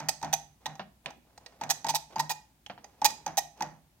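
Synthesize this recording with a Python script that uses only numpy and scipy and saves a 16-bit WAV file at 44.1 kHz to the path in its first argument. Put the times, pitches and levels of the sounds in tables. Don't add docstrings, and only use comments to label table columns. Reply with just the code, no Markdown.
import sys
import numpy as np
from scipy import signal
from scipy.fft import rfft, irfft, next_fast_len
from scipy.io import wavfile
from scipy.ndimage import uniform_filter1d, map_coordinates

SR = 44100
rng = np.random.default_rng(int(sys.argv[2]) if len(sys.argv) > 2 else 0)


def unload_wav(signal):
    wavfile.write(
        sys.argv[1],
        SR,
        np.round(np.clip(np.atleast_2d(signal).T, -1, 1) * 32767).astype(np.int16),
    )


N = 176400
T = np.arange(SR // 2) / SR

# (frequency [Hz], level [dB])
ROOM_TONE_EQ = [(20, -38), (35, -5.5), (58, 4.5), (80, -2.5), (110, -1), (160, -4), (250, -5), (450, -17.5),
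                (800, -13.5), (1200, -20), (3000, -22), (6000, -24.5), (10000, -25), (15500, -25),
                (17000, -27)]
# (frequency [Hz], t60 [s])
REVERB_T60 = [(120, 0.56), (400, 0.37), (850, 0.32), (2000, 0.36), (6000, 0.34), (10000, 0.29),
              (16000, 0.21)]
# (frequency [Hz], level [dB])
REVERB_EQ = [(120, 0.5), (400, -7.5), (850, -10.5), (2000, -11), (4000, -13.5), (6000, -12.5), (9000, -12),
             (16000, -19)]
# (frequency [Hz], left over right [dB])
LEFT_OVER_RIGHT = [(100, -5), (300, -2.5), (700, 0.5), (1300, -1.5), (2000, -4), (4400, -9), (6200, -12),
                   (8000, -3), (12400, -4.5), (15000, -1.5)]
# (frequency [Hz], left lead [rad])
LEFT_PHASE_LEAD = [(100, 0), (850, 0.28), (2700, 1.12), (4000, 2.1), (6000, 2), (8000, 1.53), (12000, 1.1),
                   (16000, 1.6)]
# (time [s], length [s], level [dB])
FINGER_RUBS = [(0.598, 0.063, -61), (1.029, 0.024, -64), (1.236, 0.26, -71), (1.395, 0.46, -63),
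               (2.094, .05, -54.5), (2.799, 0.58, -65), (3.553, 0.074, -58.5)]
# (frequency [Hz], level [dB])
RUB_EQ = [(80, -11), (300, -0.5), (800, 3), (1300, -8), (3000, -13.5), (6000, -16), (10000, -31),
          (16000, -34.5)]
# (time [s], level [dB], t60 [s])
PEG_KNOCKS = [(.795, -34, 0.11), (1.06, -40, 0.16), (1.081, -47, 0.19), (2.698, -37.5, 0.097),
              (2.778, -48.5, 0.1)]
# (frequency [Hz], level [dB])
KNOCK_EQ = [(60, -14), (240, 1.5), (400, -6), (700, 6), (1200, -2.5), (3000, -8.5), (5000, -15.5),
            (6500, -24.5), (8000, -49.5), (16000, -53)]
# (time [s], level [dB])
PLATE_BUMPS = [(1.172, -44.5), (1.298, -68)]
# (frequency [Hz], level [dB])
BUMP_EQ = [(50, -26), (150, -9), (260, 3), (450, -19), (1500, -55), (8000, -43.5)]
# (time [s], level [dB], centre [Hz], width [Hz], t60 [s])
FINGER_TAPS = [(1.059, -30, 2900, 1153, 0.031), (1.4621, -39, 4200, 696, .03),
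               (2.663, -38, 3000, 260, 0.028)]
# (time [s], contact level [dB], hollow ring level [dB])
TOOTH_TICKS = [(.213, -46, -43), (.245, -35.5, -36), (.753, -47.5, -51), (1.104, -47.5, -43),
               (1.376, -45, -46.5), (1.461, -42, -59), (1.635, -32.5, -34), (1.692, -34, -31.5),
               (1.866, -28, -29), (1.937, -38.5, -26.5), (2.182, -39, -32.5), (2.664, -50.5, -47.5),
               (2.842, -42, -43.5), (3.103, -34.5, -57.5), (3.277, -38, -36.5), (3.575, -54, -54),
               (3.622, -27.5, -26)]
# (frequency [Hz], gain [dB])
TICK_EQ = [(200, 11), (1500, 5), (3500, -3), (6500, -1.5), (9000, -7.5), (16000, -10)]
# (time [s], tick level [dB], hollow ring level [dB], swing level [dB])
STRIP_SLIPS = [(0.0, -37.5, -35.5, -41.5), (.227, -33.5, -28.5, -38), (.657, -37, -30.5, -45.5),
               (1.611, -37, -28, -40.5), (1.844, -32, -24.5, -42.5), (2.158, -35, -24.5, -41),
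               (3.016, -34.5, -22, -43), (3.262, -30.5, -27.5, -41), (3.606, -34, -25, -40)]
# (frequency [Hz], level [dB])
RATTLE_EQ = [(60, -6.5), (150, -1), (290, 4), (400, -9), (780, 10.5), (1100, -1.5), (1900, -5.5),
             (3500, -18), (6500, -18), (9000, -43), (16000, -40)]
# (frequency [Hz], width [Hz], level [dB])
PLASTIC_MODES = [(1890, 54, 5.5), (2490, 123, 1.5), (3000, 360, -13.5), (3408, 100, -2.5), (3930, 690, 2),
                 (4868, 108, 8), (5445, 66, 5.5), (6110, 167, 9.5), (6730, 170, 3), (8010, 217, 1),
                 (9300, 250, -14.5), (11300, 220, -17), (10800, 170, -10.5), (12310, 380, -2.5),
                 (15300, 200, -10.5)]
# (frequency [Hz], level [dB])
CRACK_EQ = [(100, -20.5), (400, -15), (650, -3.5), (1300, -9.5), (3000, -12.5), (7000, -21), (10000, -22.5),
            (16000, -13.5)]
# (frequency [Hz], share of its treble gain [0-1])
CLACK_SHELF = [(3000, 0.048), (11000, 0.95)]
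# (time [s], length [s], contact level [dB], treble gain [dB], hollow ring level [dB], hollow pitch [Hz])
GEAR_CLACKS = [(0.086, 0.0068, -16.5, 1, -29, 790), (0.328, .012, -19, 2, -25.5, 803),
               (.6575, 0.0066, -29.5, -12.5, -32.5, 874), (1.6996, 0.014, -17.5, 2.5, -32.5, 803),
               (1.885, 0.023, -24.5, -3.5, -31, 904), (1.947, 0.0172, -21.5, 6.5, -36.5, 874),
               (2.194, 0.01, -22, -2.5, -25, 903), (2.294, .026, -27, 1, -33, 856.4),
               (3.0447, 0.016, -13.5, 2, -22.5, 846.6), (3.371, 0.018, -20.5, 3.5, -27, 820)]

ROOM_TONE_DB, ROOM_HUM_DB, ROOM_HUM_HZ = -66, -70.5, 61
REVERB_STEP_S, LOW_CUT_HZ, TOP_HZ = .4, 46, 16400
TAP_SKIRT_DB, TAP_SOFT_HZ = -21, 7000
STRIP_HZ, HUM_TRIM_DB, RATTLE_TRIM_DB = 152.5, -9.5, 1
SPOT_SCATTER_DB = 3
CONTACT_GAP_S, FIRST_CONTACT_DB, BURST_FADE_DB_PER_S = .0047, -2, 61
SAME_SPOT = 0.47


def amp(db):
    return 10 ** (np.asarray(db) / 20)


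def unit(x):
    return x / np.sqrt(np.mean(x ** 2) + 1e-20)


def along(points, hz):
    f, v = np.transpose(points)
    return np.interp(np.log(hz + 1), np.log(f + 1), v)


def fade(t60, t=T):
    return np.exp(-np.log(1000) * np.maximum(t, 0) / t60)


def swell(rise, hold, t60):
    return np.sin(np.pi / 2 * np.minimum(T / rise, 1)) ** 2 * fade(t60, T - hold)


def add(out, start, x):
    i = max(round(start * SR), 0)
    out[:, i:i + len(T)] += x[..., :N - i]


def filtered(x, response):
    n = x.shape[-1]
    size = next_fast_len(n + SR // 4)
    return irfft(rfft(x, size) * response(np.fft.rfftfreq(size, 1 / SR)), size)[..., :n]


def body(gain, size=4096):
    cepstrum = irfft(np.log(np.maximum(gain(np.fft.rfftfreq(size, 1 / SR)), 1e-6)))
    cepstrum[1:size // 2] *= 2
    cepstrum[size // 2 + 1:] = 0
    response = irfft(np.exp(rfft(cepstrum)))
    return response / np.linalg.norm(response)


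def excite(envelope, response, spread=0.3):
    mid, side = rng.standard_normal((2, len(T)))
    force = envelope * unit(np.array([mid + spread * side, mid - spread * side]))
    return signal.fftconvolve(force, response[None], axes=1)[:, :len(T)]


def wavering(hz, rough, rate):
    knots = rng.standard_normal((2, 1024))
    level, skew = [rough * map_coordinates(k, [T * rate], mode="wrap") for k in knots]
    phase = 2 * np.pi * hz * T
    return np.sqrt(2) * ((1 + level / 2) * np.sin(phase) + skew * np.cos(phase))


def narrow_bass(x):
    width = lambda hz: along([(100, 0.16), (700, 0.69), (1500, 1.0)], hz)
    mid = filtered(x[0], lambda hz: np.sqrt(1 - width(hz) ** 2 / 2))
    side = filtered(x[1], lambda hz: width(hz) / np.sqrt(2))
    return np.array([mid + side, mid - side])


def stereo_image(hz):
    gain = amp(np.outer([.5, -.5], along(LEFT_OVER_RIGHT, hz)))
    phase_turn = np.exp(np.outer([.5j, -.5j], along(LEFT_PHASE_LEAD, hz)))
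    return gain / np.sqrt(np.mean(gain ** 2, axis=0)) * phase_turn


def room_tone():
    noise = narrow_bass(rng.standard_normal((2, N)))
    air = unit(filtered(noise, lambda hz: amp(along(ROOM_TONE_EQ, hz))))
    hum = np.sin(2 * np.pi * ROOM_HUM_HZ * np.arange(N) / SR)
    return amp(ROOM_TONE_DB) * air + amp(ROOM_HUM_DB) * hum


def reverb_tail():
    hz, t, spectrum = signal.stft(rng.standard_normal((2, len(T))), SR, nperseg=256)
    t60 = along(REVERB_T60, hz)[:, None]
    decay = fade(t60, t) * np.sqrt(2 * np.log(1000) / (t60 * SR))
    colour = amp(along(REVERB_EQ, hz))[:, None]
    tail = signal.istft(spectrum * decay * colour, SR, nperseg=256)[1][:, :len(T)]
    return narrow_bass(tail * np.minimum(T / 0.0039, 1))


def reverb(x):
    step = round(REVERB_STEP_S * SR)
    window = np.sqrt(np.hanning(2 * step))
    padded = np.pad(x, ((0, 0), (step, 2 * step)))
    out = np.zeros((2, N + 3 * step + len(T)))
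    for i in range(0, N + 1, step):
        wet = signal.fftconvolve(padded[:, i:i + 2 * step] * window, reverb_tail(), axes=1)
        out[:, i:i + wet.shape[1]] += wet
    return out[:, step:step + N]


def finger_rubs():
    out = np.zeros((2, N))
    gear = body(lambda hz: amp(along(RUB_EQ, hz)))
    for start, length, db in FINGER_RUBS:
        drift = unit(uniform_filter1d(rng.standard_normal(len(T)), size=600))
        grip = unit(amp(2.4 * drift))
        add(out, start, amp(db) * excite(swell(rise=0.022, hold=length, t60=0.11) * grip, gear))
    return out


def knocks_and_bumps():
    out = np.zeros((2, N))
    peg = body(lambda hz: amp(along(KNOCK_EQ, hz)))
    plate = body(lambda hz: amp(along(BUMP_EQ, hz)))
    for start, db, t60 in PEG_KNOCKS:
        snap = 1.2 * fade(t60=.0025)
        add(out, start, amp(db) * excite(fade(t60) + snap, peg))
    for start, db in PLATE_BUMPS:
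        add(out, start, amp(db) * excite(swell(rise=0.0013, hold=0.002, t60=0.035), plate))
    return out


def resonance(hz, centre, width):
    return 1 / (1 + ((hz ** 2 - centre ** 2) / (width * hz + 1)) ** 2)


def finger_taps():
    out = np.zeros((2, N))
    for start, db, centre, width, t60 in FINGER_TAPS:
        power = lambda hz: resonance(hz, centre, width) + amp(TAP_SKIRT_DB) ** 2
        tooth = body(lambda hz: np.sqrt(power(hz) / (1 + (hz / TAP_SOFT_HZ) ** 8)))
        add(out, start, amp(db) * excite(fade(t60), tooth))
    return out


def plastic(hz):
    spot_db = SPOT_SCATTER_DB * rng.uniform(-1, 1, len(PLASTIC_MODES))
    peaks = sum(amp(db + extra) ** 2 * resonance(hz, centre, width)
                for (centre, width, db), extra in zip(PLASTIC_MODES, spot_db))
    return np.sqrt(peaks + amp(along(CRACK_EQ, hz)) ** 2)


def hollow(hz, hold):
    return swell(rise=0.011, hold=hold, t60=.035) * wavering(hz, rough=0.85, rate=291)


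def tick():
    gear = body(lambda hz: plastic(hz) * amp(along(TICK_EQ, hz)))
    return excite(swell(rise=0.0015, hold=.002, t60=.025), gear)


def loose_teeth():
    out = np.zeros((2, N))
    for start, db, hollow_db in TOOTH_TICKS:
        add(out, start, amp(db) * tick() + amp(hollow_db) * hollow(hz=820, hold=0.0054))
    return out


def strip_slips():
    out = np.zeros((2, N))
    for start, db, hollow_db, _ in STRIP_SLIPS:
        ring = swell(rise=.0075, hold=.0075, t60=0.022) * wavering(hz=872, rough=0.12, rate=440)
        add(out, start, amp(db) * tick() + amp(hollow_db) * ring)
    return out


def strip_hum():
    out = np.zeros((2, N))
    holder = body(lambda hz: amp(along(RATTLE_EQ, hz)))
    pulses = unit(np.exp(0.27 * np.cos(2 * np.pi * STRIP_HZ * T)))
    for start, _, _, swing_db in STRIP_SLIPS:
        hum = swell(rise=0.042, hold=0.076, t60=0.17) * wavering(STRIP_HZ, rough=0.1, rate=44)
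        rattle = excite(swell(rise=0.0021, hold=0.014, t60=0.34) * pulses, holder)
        add(out, start, amp(swing_db) * (amp(HUM_TRIM_DB) * hum + amp(RATTLE_TRIM_DB) * rattle))
    return out


def gear_clacks():
    out = np.zeros((2, N))
    contact = swell(rise=.001, hold=.001, t60=0.029)
    k = np.arange(8)
    for start, length, db, treble_db, hollow_db, hollow_hz in GEAR_CLACKS:
        gear = body(lambda hz: plastic(hz) * amp(treble_db * along(CLACK_SHELF, hz)))
        shared_ring = SAME_SPOT * excite(contact, gear)
        delays = CONTACT_GAP_S * (k + (k > 0) * rng.uniform(-0.17, .15, len(k)))
        gate = np.clip(length / CONTACT_GAP_S - k + .5, 0, 1)
        strengths = gate * amp(db + FIRST_CONTACT_DB * (k == 0) - BURST_FADE_DB_PER_S * delays)
        for strength, delay in zip(strengths, delays):
            if strength > 0:
                own_ring = np.sqrt(1 - SAME_SPOT ** 2) * excite(contact, gear)
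                add(out, start + delay, strength * (shared_ring + own_ring))
        add(out, start, amp(hollow_db) * hollow(hollow_hz, hold=length))
    return out


def scene():
    toy = gear_clacks() + loose_teeth() + strip_slips() + finger_taps() + strip_hum()
    toy += knocks_and_bumps() + finger_rubs()
    return filtered(toy + reverb(toy), stereo_image) + room_tone()


def record(dry):
    lean = filtered(dry, lambda hz: hz ** 2 / np.hypot(hz ** 2, LOW_CUT_HZ ** 2))
    return filtered(lean, lambda hz: np.clip((TOP_HZ - hz) / 700 + .5, 0, 1) ** 2)


dry = scene()
out = record(dry)
unload_wav(out)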